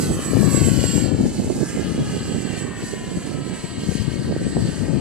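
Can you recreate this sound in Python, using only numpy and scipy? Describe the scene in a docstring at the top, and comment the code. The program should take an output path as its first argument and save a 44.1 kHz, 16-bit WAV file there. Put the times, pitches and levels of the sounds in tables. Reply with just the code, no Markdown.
"""Over a bare field, a small electric model aeroplane turns away and climbs, heard by two microphone ports.
The propeller is blade-chopped noise; the motor hums in sines at multiples of the shaft speed.
The speed controller whines in a switching tone with side tones. The ground adds a delayed echo to hiss and hum.
Wind is lumpy low noise, separate at each port, with sharp buffets on top."""
import sys
import numpy as np
from scipy import signal
from scipy.fft import rfft, irfft
from scipy.io import wavfile
from scipy.ndimage import uniform_filter1d

SR = 44100
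rng = np.random.default_rng(int(sys.argv[2]) if len(sys.argv) > 2 else 0)


def materialize(psi):
    """Save the field psi as 16-bit PCM at rate SR to the path in sys.argv[1].

    A 1-D psi becomes a single channel; in a 2-D psi each row is a channel.
    """
    bounded = np.clip(np.atleast_2d(psi).T, -1, 1)
    quanta = np.round(bounded * 32767).astype(np.int16)
    wavfile.write(sys.argv[1], SR, quanta)


N = 220852
T = np.arange(N) / SR

# propeller hiss: (time [s], hiss level before colouring [dB], five airframe buzz bands [dB], treble [dB]);
# for buzz and treble only the movement about each column's mean is heard
PROPELLER_HISS = [(0.0, -43.5, 6, -2, -7, -5, 0, -2), (0.03, -33, -9, -13, -14, -10.5, -7, -10),
                  (0.17, -39, -2, -2.5, -7.5, -7.5, -9, -6.5), (0.56, -34.5, -7, -5, -6.5, -11.5, -5, -6),
                  (0.63, -37, -9, -3.5, -4.5, -4, -5, -4.5), (0.96, -37.5, -17.5, -4, -8.5, 0, -2.5, -8.5),
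                  (1.04, -40, -12, -4, -2.5, -3, 0, -7), (1.09, -43, -4, -6, -8, -4, -3.5, -7.5),
                  (1.27, -41.5, -13, -6.5, -8, -9, -7, -7.5), (1.57, -40, -14, -13, -12, -13.5, -10, -4),
                  (1.66, -38.5, -13, -6, -10, -17, -11, -6), (1.73, -42, -7, -2, -2.5, -5, -8.5, -6.5),
                  (2.01, -40, -7.5, -5.5, -12, -4, -6, -8), (2.36, -41, -9.5, -1, -8.5, -4.5, -8, -9),
                  (2.59, -39, -11.5, -5, -10.5, -8, -8, -10), (2.73, -40, -4.5, -3, -8, -12, -16, -14.5),
                  (2.87, -41.5, -10, 1, -7.5, -6, -7.5, -5), (2.98, -39.5, -14, -4.5, -15, -10, -13, -10.5),
                  (3.26, -41, -10, -5, -13, -9, -8, -9.5), (3.42, -40.5, -11, -6, -14, -9, -9.5, -14),
                  (3.54, -37.5, -13.5, -6.5, -10.5, -11, -11, -13.5),
                  (3.77, -41.5, -11, -8.5, -11, -4.5, -5.5, -11.5),
                  (3.92, -41, -12, 1, -8.5, -5.5, -3.5, -4.5),
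                  (4.09, -41, -9.5, -2.5, -8.5, -7, -7.5, -11.5),
                  (4.52, -42, -12, -1.5, -11, -10, -4.5, -10), (4.71, -40.5, -12, 1, -13, -8, -5, -7.5),
                  (5.01, -44, -4, -4.5, -6, -7, -6.5, -10.5)]
# the whine fades in and out through uneven air: (time [s], level [dB])
WHINE_FADES = [(0.0, -41), (0.04, -36.5), (0.08, -47), (0.14, -32.5), (0.18, -52), (0.26, -33.5),
               (0.32, -39), (0.35, -55), (0.46, -33), (0.47, -43), (0.57, -25.5), (0.6, -34.5),
               (0.67, -28.5), (0.74, -41), (0.88, -32), (1.05, -34.5), (1.07, -43), (1.27, -54),
               (1.46, -52), (1.57, -54), (1.8, -45), (1.87, -65), (2.04, -53), (2.12, -48), (2.3, -43),
               (2.58, -46.5), (2.61, -39), (2.7, -52.5), (2.84, -45.5), (3.08, -54.5), (3.15, -47),
               (3.32, -53.5), (3.6, -47), (4.35, -57.5), (4.48, -44), (4.85, -53.5), (5.01, -53)]


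def gain_of(db):
    """Amplitude factor of a level in dB."""
    return 10 ** (np.asarray(db) / 20)


def evened(x):
    """Scale a signal to rms 1."""
    return x / np.sqrt(np.mean(x ** 2) + 1e-20)


def read(points, hz):
    """Read a frequency table, with straight lines over log frequency."""
    f, value = np.transpose(points)
    return np.interp(np.log(hz + 1), np.log(f + 1), value)


def curves(rows, t=T):
    """Draw every column of a time table as straight lines."""
    s, *columns = np.transpose(rows)
    return [np.interp(t, s, column) for column in columns]


def drift(rate_hz, count):
    """Slow random curves with a joint rms of 1: noise in 32-sample steps, rolled off above rate_hz."""
    steps = N // 32 + 2
    hz = np.fft.rfftfreq(steps, 32 / SR)
    spectrum = rfft(rng.standard_normal((count, steps))) / (1 + (hz / rate_hz) ** 4)
    slow = evened(irfft(spectrum, steps))
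    return np.array([np.interp(np.arange(N) / 32, np.arange(steps), s) for s in slow])


def sides(pan_db):
    """Left and right gains; with unrelated ports their mean would have power 1."""
    left = gain_of(np.clip(pan_db, -40, 40))
    return 2 * np.array([left, np.ones_like(left)]) / np.sqrt(1 + left ** 2)


def tone(turns, db):
    """A sine of the given rms level, from its running phase in turns and a random start."""
    return np.sqrt(2) * gain_of(db) * np.cos(2 * np.pi * (turns + rng.random()))


def doppler():
    """Pitch heard over pitch sent: a receding source stretches its waves."""
    # the craft turns away, flies out and comes round: (time [s], speed away from the listener [m/s])
    receding = [(0, 2.85), (.07, 3.55), (.255, 8.1), (.41, 11.5), (.5, 12.9), (.83, 16.2), (.975, 16.7),
                (1.3, 17.1), (1.73, 15.8), (1.92, 15), (2.58, 10.5), (2.88, 8.4), (3.26, 4.8), (3.63, 3.2),
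                (3.89, 3.8), (4.11, 2.85), (4.64, 2.1), (5.01, 0)]
    sound_m_per_s = 343
    return sound_m_per_s / (sound_m_per_s + curves(receding)[0])


def motor():
    """Shaft orders as wavering sines that swell and fade, plus the commutation tone."""
    # the throttle opens in two steps: (time [s], shaft speed [turns/s])
    shaft = [(0, 116), (.15, 118), (.3, 126.7), (.55, 129.5), (1.45, 127.8), (1.58, 129.9), (1.68, 139.7),
             (1.72, 142.6), (1.8, 144.2), (2.1, 144.6), (2.6, 144.3), (3.3, 145.9), (3.85, 145.3),
             (5.01, 145.4)]
    # steady hum before it follows the hiss: (multiple of the shaft speed, level [dB])
    orders = [(6, -65), (7, -58), (8, -63), (9, -57), (10, -70), (11, -58), (12, -61), (13, -55.5),
              (14, -66), (15, -60), (16, -65), (17, -65), (19, -63), (20, -62), (21, -67), (22, -62),
              (23, -70), (24, -65), (29, -70), (33, -68), (35, -72), (37, -72)]
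    # an order swells and fades: (time of the top [s], multiple, half length to 9 dB down [s], level [dB])
    swells = [(0.033, 13, 0.065, -44), (0.58, 9, 0.12, -44), (0.57, 21, 0.14, -49), (0.64, 35, 0.15, -59),
              (0.67, 11, 0.18, -51), (0.63, 12, 0.38, -59), (0.9, 14, 0.24, -53), (1.8, 13, 0.3, -66),
              (1.4, 12, 1, -55), (1.8, 15, 0.07, -49), (2.23, 20, 0.72, -57), (2.54, 11, 0.091, -51),
              (2.82, 13, 0.28, -52.5), (2.6, 13, 0.17, -49), (0.88, 9, 0.13, -47), (3.02, 7, 0.18, -54),
              (3.003, 15, 0.32, -61), (3.39, 9, 0.098, -52), (3.75, 29, 0.27, -56.5), (4.02, 15, 0.22, -53),
              (3.58, 15, .25, -57), (4.47, 13, 0.3, -66), (1.85, 10, 0.23, -52), (3.3, 17, .35, -58),
              (3.2, 16, 0.68, -59), (2.1, 9, 0.59, -55.5), (3.67, 20, 0.25, -58.5), (2.06, 24, 0.15, -53),
              (2.63, 7, 0.27, -49), (1.66, 12, 0.064, -51), (1.63, 13, 0.053, -66), (2.14, 11, 0.23, -55),
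              (2.8, 22, 0.45, -62), (2.2, 17, .45, -56), (3.8, 22, 0.2, -57.5), (4.04, 8, 0.58, -52),
              (3.92, 11, 0.069, -57.5), (4.912, 6, 0.16, -51)]
    # commutation tone before its waver: (time [s], level [dB])
    commutation_level = [(0, -62), (.9, -55), (1.5, -68), (1.66, -45), (1.75, -58), (1.82, -52),
                         (2.15, -51), (2.25, -57), (2.6, -56), (2.8, -66), (5.01, -68)]
    # the hum sinks into the hiss while the shaft first speeds up: (time [s], level [dB])
    spool_level = [(0, -2), (.12, -9), (.33, -9), (.45, 0), (5.01, 0)]
    commutation_order = 42
    jitter_turns, jitter_hz = .0045, 12  # rms unsteadiness of the shaft
    waver_db, flutter_db = 1.2, 1.1  # slow and quick unsteadiness of each order, rms

    turns = np.cumsum(curves(shaft)[0] * doppler()) / SR
    turns = turns + jitter_turns * drift(jitter_hz, count=1)[0]
    # the steady hum rises and falls with the hiss
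    steady = gain_of(1.5 * (curves(PROPELLER_HISS)[0] + 39.5) + curves(spool_level)[0])
    wavers = waver_db * drift(0.95, count=len(orders)) + flutter_db * drift(35, count=len(orders))
    hum = tone(commutation_order * turns, curves(commutation_level)[0] + wavers[0])
    for (order, db), waver in zip(orders, wavers):
        beam = sum(gain_of(top_db - db - 9 * ((T - s) / half) ** 2)
                   for s, swelling, half, top_db in swells if swelling == order)
        hum += tone(order * turns, db + waver) * (steady + beam)
    return turns, hum


def whine(turns):
    """The controller's switching tone, with side tones spaced by shaft turns and blurred bands beside it."""
    # side tones before their swell: (shaft multiples above or below the whine, level [dB])
    sidebands = [(-2, -60), (-1, -57), (1, -55), (2, -57), (4, -59)]
    # common swell of the side tones: (time [s], level [dB])
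    sideband_swell = [(0, -8), (.5, 3), (1, 1), (1.2, -6), (1.45, 0), (1.7, -7), (2.2, -12), (5.01, -18)]
    # pair at whine less and plus 14 shaft turns, before port gains: (time [s], level [dB])
    pole_band = [(0, -49), (.2, -51), (.3, -68), (.4, -80), (5.01, -80)]
    # balance of the main tone before it wanders: (time [s], left minus right [dB])
    whine_pan = [(0, -25), (.9, -14), (1.5, -30), (1.9, -21), (2.4, -18), (3, -9), (3.8, -25), (4.1, -19),
                 (5.01, -13)]
    # blurred bands: (distance from the whine [Hz], level added to the fuzz [dB])
    fuzz = [(-430, -7), (288.5, -7), (806.5, -10.5)]
    # common fuzz before port gains: (time [s], level [dB])
    fuzz_level = [(0, -78), (2.1, -68), (2.5, -61), (3.1, -59), (3.9, -52), (4.3, -61), (4.6, -54),
                  (5.01, -59)]
    switching_hz = 8000
    blur_turns, blur_hz, fuzz_waver_db = .2, 90, 4
    pan_wander_db, pan_wander_hz = 3.5, 2.7

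    flutter = drift(42, count=5)
    cycles = np.cumsum(switching_hz * doppler()) / SR + 0.0085 * flutter[0]

    side = sum(tone(cycles + order * turns, db) for order, db in sidebands)
    side = side * gain_of(curves(sideband_swell)[0])

    pole_db = curves(pole_band)[0]
    pole = tone(cycles - 14 * turns, pole_db)
    pole = pole + tone(cycles + 14 * turns, pole_db) * gain_of([[-20], [-4]])  # left, right

    blurs = blur_turns * drift(blur_hz, count=len(fuzz))
    wavers = fuzz_waver_db * drift(18, count=len(fuzz))
    fuzz_db = curves(fuzz_level)[0]
    side = side + sum(tone(cycles + hz * T + blur, fuzz_db + db + waver)
                      for (hz, db), blur, waver in zip(fuzz, blurs, wavers))

    ports = sides(curves(whine_pan)[0] + pan_wander_db * drift(pan_wander_hz, count=1)[0])
    # each port has its own flutter of phase and level
    main = tone(cycles + 0.027 * flutter[3:], curves(WHINE_FADES)[0] + 1.3 * flutter[1:3]) * ports
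    return main + side * gain_of([[-9], [5]]) + pole


def flight(turns, hum):
    """Blade-chopped hiss and hum travel through uneven air, bounce off the ground and reach both ports."""
    # bands of the airframe buzz: (centre [Hz], half width [Hz])
    buzz_bands = [(1150, 280), (1700, 330), (2350, 380), (3050, 400), (4500, 800)]
    # likeness of the hiss at the two ports: (frequency [Hz], left-right likeness [0-1])
    alike_points = [(800, .95), (3000, .75), (6000, .7), (10000, .35)]
    # a bright band swells while the craft banks away: (time [s], level [dB])
    sizzle_swell = [(.55, 2.5), (.75, 6), (1.03, 6.5), (1.14, 2.5)]
    # climbing lengthens the echo: (time [s], delay [ms])
    ground_delay = [(0, 1.48), (.28, 1.65), (.48, 1.77), (.68, 1.95), (.88, 2.085), (1.28, 2.285),
                    (1.68, 2.36), (1.88, 2.405), (2.28, 2.46), (2.68, 2.6), (3.08, 2.84), (3.48, 3.05),
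                    (3.88, 3.155), (4.28, 3.175), (4.48, 3.23), (5.01, 3.24)]
    # what the ground returns: (frequency [Hz], echo size [share of the direct sound])
    ground_share = [(500, .55), (3000, .62), (5000, .45), (9000, .12)]
    # colour of the left port: (frequency [Hz], level [dB])
    left_colour = [(300, 7.5), (800, -1.5), (1400, -3), (1750, 3), (2500, -4), (3000, 2), (3600, -7.5),
                   (4500, -2), (5500, -10), (6800, -10), (8500, -8), (9500, -18.5), (11000, -56),
                   (12000, -16.5), (12800, -44), (14400, -27)]
    # colour of the right port: (frequency [Hz], level [dB])
    right_colour = [(300, -25), (800, -3), (1400, -6), (1750, -2.5), (2200, -6.5), (3000, -3), (3500, -10),
                    (4400, 2), (5600, -8), (6300, -5), (8500, -0.5), (10000, -7), (12200, -13.5),
                    (12800, -22.5), (14400, -29)]
    treble_follows = 0.17  # share of the whine's quick fades that the treble hiss takes on
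    buzz_wander_db, buzz_wander_hz = 0.96, 5.3  # random wander of each band
    sizzle_hz, sizzle_width_hz = 6500, 1200
    left_lag_s = 2 / SR  # left port hears later

    # chopping at twice the shaft speed, and more weakly at once
    chop = 1 + 0.12 * np.cos(4 * np.pi * turns) + 0.059 * np.cos(2 * np.pi * turns)
    hiss = rng.standard_normal((2, N)) * chop
    hz, t, z = signal.stft(np.vstack([hiss, hum]), SR, nperseg=1024, noverlap=896)
    hz_rows = hz[:, None]

    level_db, *buzz_db, treble_db = curves(PROPELLER_HISS, t)
    whine_db = curves(WHINE_FADES, t)[0]
    treble_db = treble_db + treble_follows * (whine_db - uniform_filter1d(whine_db, size=170))
    bright = np.clip(np.log2(hz / 4600 + 1e-9) / 0.21, 0, 1)[:, None]

    alike = np.clip(read(alike_points, hz), 0, 1)[:, None]
    noise = np.array([z[0], alike * z[0] + np.sqrt(1 - alike ** 2) * z[1]])

    patches = rng.standard_normal(z[0].shape)
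    patches = evened(uniform_filter1d(uniform_filter1d(patches, 24, 0), 20, 1))
    # air pockets make the whole treble flicker together
    flicker = evened(uniform_filter1d(rng.standard_normal(len(t)), 11))

    frames = np.minimum(t * SR, N - 1).astype(int)
    wanders = drift(buzz_wander_hz, count=len(buzz_bands))[:, frames]
    buzz = sum(np.exp(-((hz_rows - centre) / width) ** 2) * (db - db.mean() + buzz_wander_db * wander)
               for (centre, width), db, wander in zip(buzz_bands, buzz_db, wanders))
    # the top of the hiss is bright at first, then drops suddenly just after 1 s
    top = np.clip((hz_rows - 8000) / 5000, 0, 1) * np.interp(t, [1.03, 1.1], [9, -2])
    sizzle = np.exp(-((hz_rows - sizzle_hz) / sizzle_width_hz) ** 2) * curves(sizzle_swell, t)[0]

    field_db = level_db + 8.5 + sizzle + top + buzz + patches
    field_db = field_db + bright * (treble_db - treble_db.mean() + 1.38 * flicker)

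    delay_s = curves(ground_delay, t)[0] / 1000
    echo = 1 + read(ground_share, hz)[:, None] * np.exp(-2j * np.pi * hz_rows * delay_s)
    ports = gain_of([read(left_colour, hz), read(right_colour, hz)])
    ports = ports * np.exp(-2j * np.pi * hz * [[left_lag_s], [0]])
    heard = (noise * gain_of(field_db) + z[2]) * echo * ports[:, :, None]
    return signal.istft(heard, SR, nperseg=1024, noverlap=896)[1][:, :N]


def wind():
    """Lumpy low noise and eddy pulses, unrelated between ports; each lump is louder and brighter than the lull."""
    # steady wind at each port: (time [s], left level [dB], right level [dB])
    gusts = [(0.0, -21, -19), (0.25, -23.5, -32), (0.4, -10.5, -32.5), (0.7, -14, -40), (1.1, -10.5, -43),
             (1.25, -18, -25), (1.6, -36, -24.5), (2.0, -22, -28.5), (2.5, -36.5, -23), (3.0, -32.5, -26.5),
             (3.4, -35.5, -24.5), (3.6, -41, -27.5), (3.68, -36, -38.5), (3.76, -37, -34),
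             (3.95, -21.5, -50.5), (4.3, -23.5, -24), (4.6, -20, -30), (5.0, -15.5, -37)]
    # short surges on one port: (time of the top [s], port [0 left, 1 right], level [dB], half length [s])
    puffs = [(0.109, 1, -13.5, 0.032), (0.284, 1, -19, 0.037), (0.449, 0, -7.5, 0.039),
             (0.452, 1, -30, 0.025), (0.627, 1, -26, 0.045), (1.204, 1, -14.5, 0.015),
             (1.259, 0, -10, 0.009), (1.393, 1, -14, 0.018), (1.462, 0, -21.5, 0.038),
             (1.509, 1, -14.5, 0.036), (1.575, 0, -21.5, 0.04), (1.62, 1, -15.5, 0.052),
             (1.749, 0, -17.5, 0.012), (1.799, 1, -20.5, 0.089), (1.89, 0, -15.5, 0.044),
             (2.005, 1, -17, 0.033), (2.014, 0, -17, 0.03), (2.155, 1, -16.5, 0.035),
             (2.25, 0, -21.5, 0.068), (2.374, 0, -26, 0.042), (2.831, 0, -20, 0.013),
             (2.936, 1, -21, 0.019), (3.175, 0, -16, 0.012), (3.275, 1, -21, 0.028), (3.394, 0, -28, 0.046),
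             (3.643, 0, -20, 0.02), (3.755, 0, -25, 0.055), (3.82, 1, -29.5, 0.11),
             (3.902, 0, -15.5, 0.041), (4.072, 0, -19.5, 0.077), (4.287, 0, -16, 0.018),
             (4.316, 1, -19, 0.061), (4.557, 0, -15.5, 0.021), (4.579, 1, -16.5, 0.019),
             (4.682, 1, -21.5, 0.046)]
    # relative spectrum of the left wind: (frequency [Hz], density [dB per Hz])
    left_spectrum = [(12, -50), (25, -31), (40, -14), (60, -4.5), (90, 0.5), (150, 3), (280, -1),
                     (400, -10.5), (550, -16), (750, -24.5), (1200, -39), (2500, -100)]
    # relative spectrum of the right wind: (frequency [Hz], density [dB per Hz])
    right_spectrum = [(12, -50), (25, -40), (40, -16), (60, -8), (90, -5), (130, -0.5), (200, 1),
                      (280, -2.5), (400, -5.5), (550, -14), (750, -21.5), (1200, -40.5), (2500, -86)]
    pulses_per_s, pulse_spread_db, pulse_share = 110, 2.5, 0.66  # eddies bursting on a port
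    surge_rms_db, surge_hz = 1.5, 9  # lesser surges and lulls come at random

    when, size = rng.random((2, N)), rng.exponential(size=(2, N))
    hiss = rng.standard_normal((2, N))
    bursts = when < pulses_per_s / SR
    pulses = evened(bursts * np.sign(hiss) * gain_of(pulse_spread_db * np.minimum(size, 3)))
    rough = pulse_share * pulses + np.sqrt(1 - pulse_share ** 2) * hiss[::-1]

    hz = np.fft.rfftfreq(N, 1 / SR)
    colour = rfft(rough) * gain_of([read(left_spectrum, hz), read(right_spectrum, hz)])
    tilt = np.clip(np.log2(hz / 110 + 1e-9) / 1.9, 0, 1)  # crossover from low to high part
    low, high = irfft(colour * (1 - tilt), N), irfft(colour * tilt, N)

    lumps = np.clip(drift(61.0, count=2), -3, 1.5)
    steady = gain_of(curves(gusts))
    gust = steady * gain_of(surge_rms_db * drift(surge_hz, count=2))
    for s, port, db, half in puffs:
        gust[port] = np.maximum(gust[port], gain_of(db - 12.2 * ((T - s) / half) ** 2))
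    surge_db = 20 * np.log10(gust / steady)  # a surge is brighter
    blown = low * gain_of(1.9 * lumps) + high * gain_of(3.0 * lumps + 0.16 * surge_db) * 0.94
    return np.array([evened(port) for port in blown]) * gust


def knocks():
    """A sharp buffet is a couple of pressure cycles, mostly on one port, falling in pitch after its top."""
    # buffets: (time 0.6 cycles before the top [s], level before panning [dB], pitch at the top [Hz],
    # left minus right [dB], held within 40 dB)
    buffets = [(0.191, -18, 454, -22), (0.333, -9, 413, 23), (0.368, -10, 480, 24.5), (0.43, -13, 560, 31),
               (0.546, -6.5, 352, 27), (0.684, -8.5, 383, 32), (0.84, -8.5, 480, 42),
               (1.147, -14.5, 358, -4), (1.236, -10, 265, 24), (1.254, -13.5, 430, 30),
               (1.501, -13.5, 475, -34), (1.626, -15, 403, -32), (1.775, -18, 545, -32),
               (1.795, -15, 398, -30), (1.947, -19, 368, -6), (1.978, -15.5, 397, -27),
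               (3.638, -20.5, 263, 18), (3.889, -11.5, 220, 23), (3.952, -12.5, 247, 20),
               (3.996, -16, 148, 38), (4.078, -10.5, 228, 35), (4.324, -16.5, 460, -35),
               (4.363, -13, 428, -11), (4.415, -22, 353, -25), (4.464, -22, 350, -29),
               (4.568, -14, 606, -24)]
    out = np.zeros((2, N))
    for s, db, hz, pan_db in buffets:
        u = (T - s) * hz - .6  # cycles from the top
        envelope = np.exp(-(u / np.where(u < 0, .4, 1.3)) ** 2)
        pressure = np.cos(2 * np.pi * (u - 0.25 * u * abs(u) + rng.random()))
        out += gain_of(db) * sides(np.array([pan_db])) * envelope * pressure
    return out


def scene():
    """The aeroplane's sounds and the wind, summed at both ports."""
    turns, hum = motor()
    return flight(turns, hum) + whine(turns) + wind() + knocks()


def record(dry):
    """The input stage rounds off the hardest gusts and blocks the deepest bass; then the band limit."""
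    edge_hz = 14440
    rounded = .95 * np.tanh(dry / .95)
    soft = signal.sosfilt(signal.butter(2, 35, "high", fs=SR, output="sos"), rounded)
    band_limit = signal.firwin(511, edge_hz, window=("kaiser", 9), fs=SR)
    return signal.oaconvolve(soft, band_limit[None], "same")


dry = scene()
out = record(dry)
materialize(out)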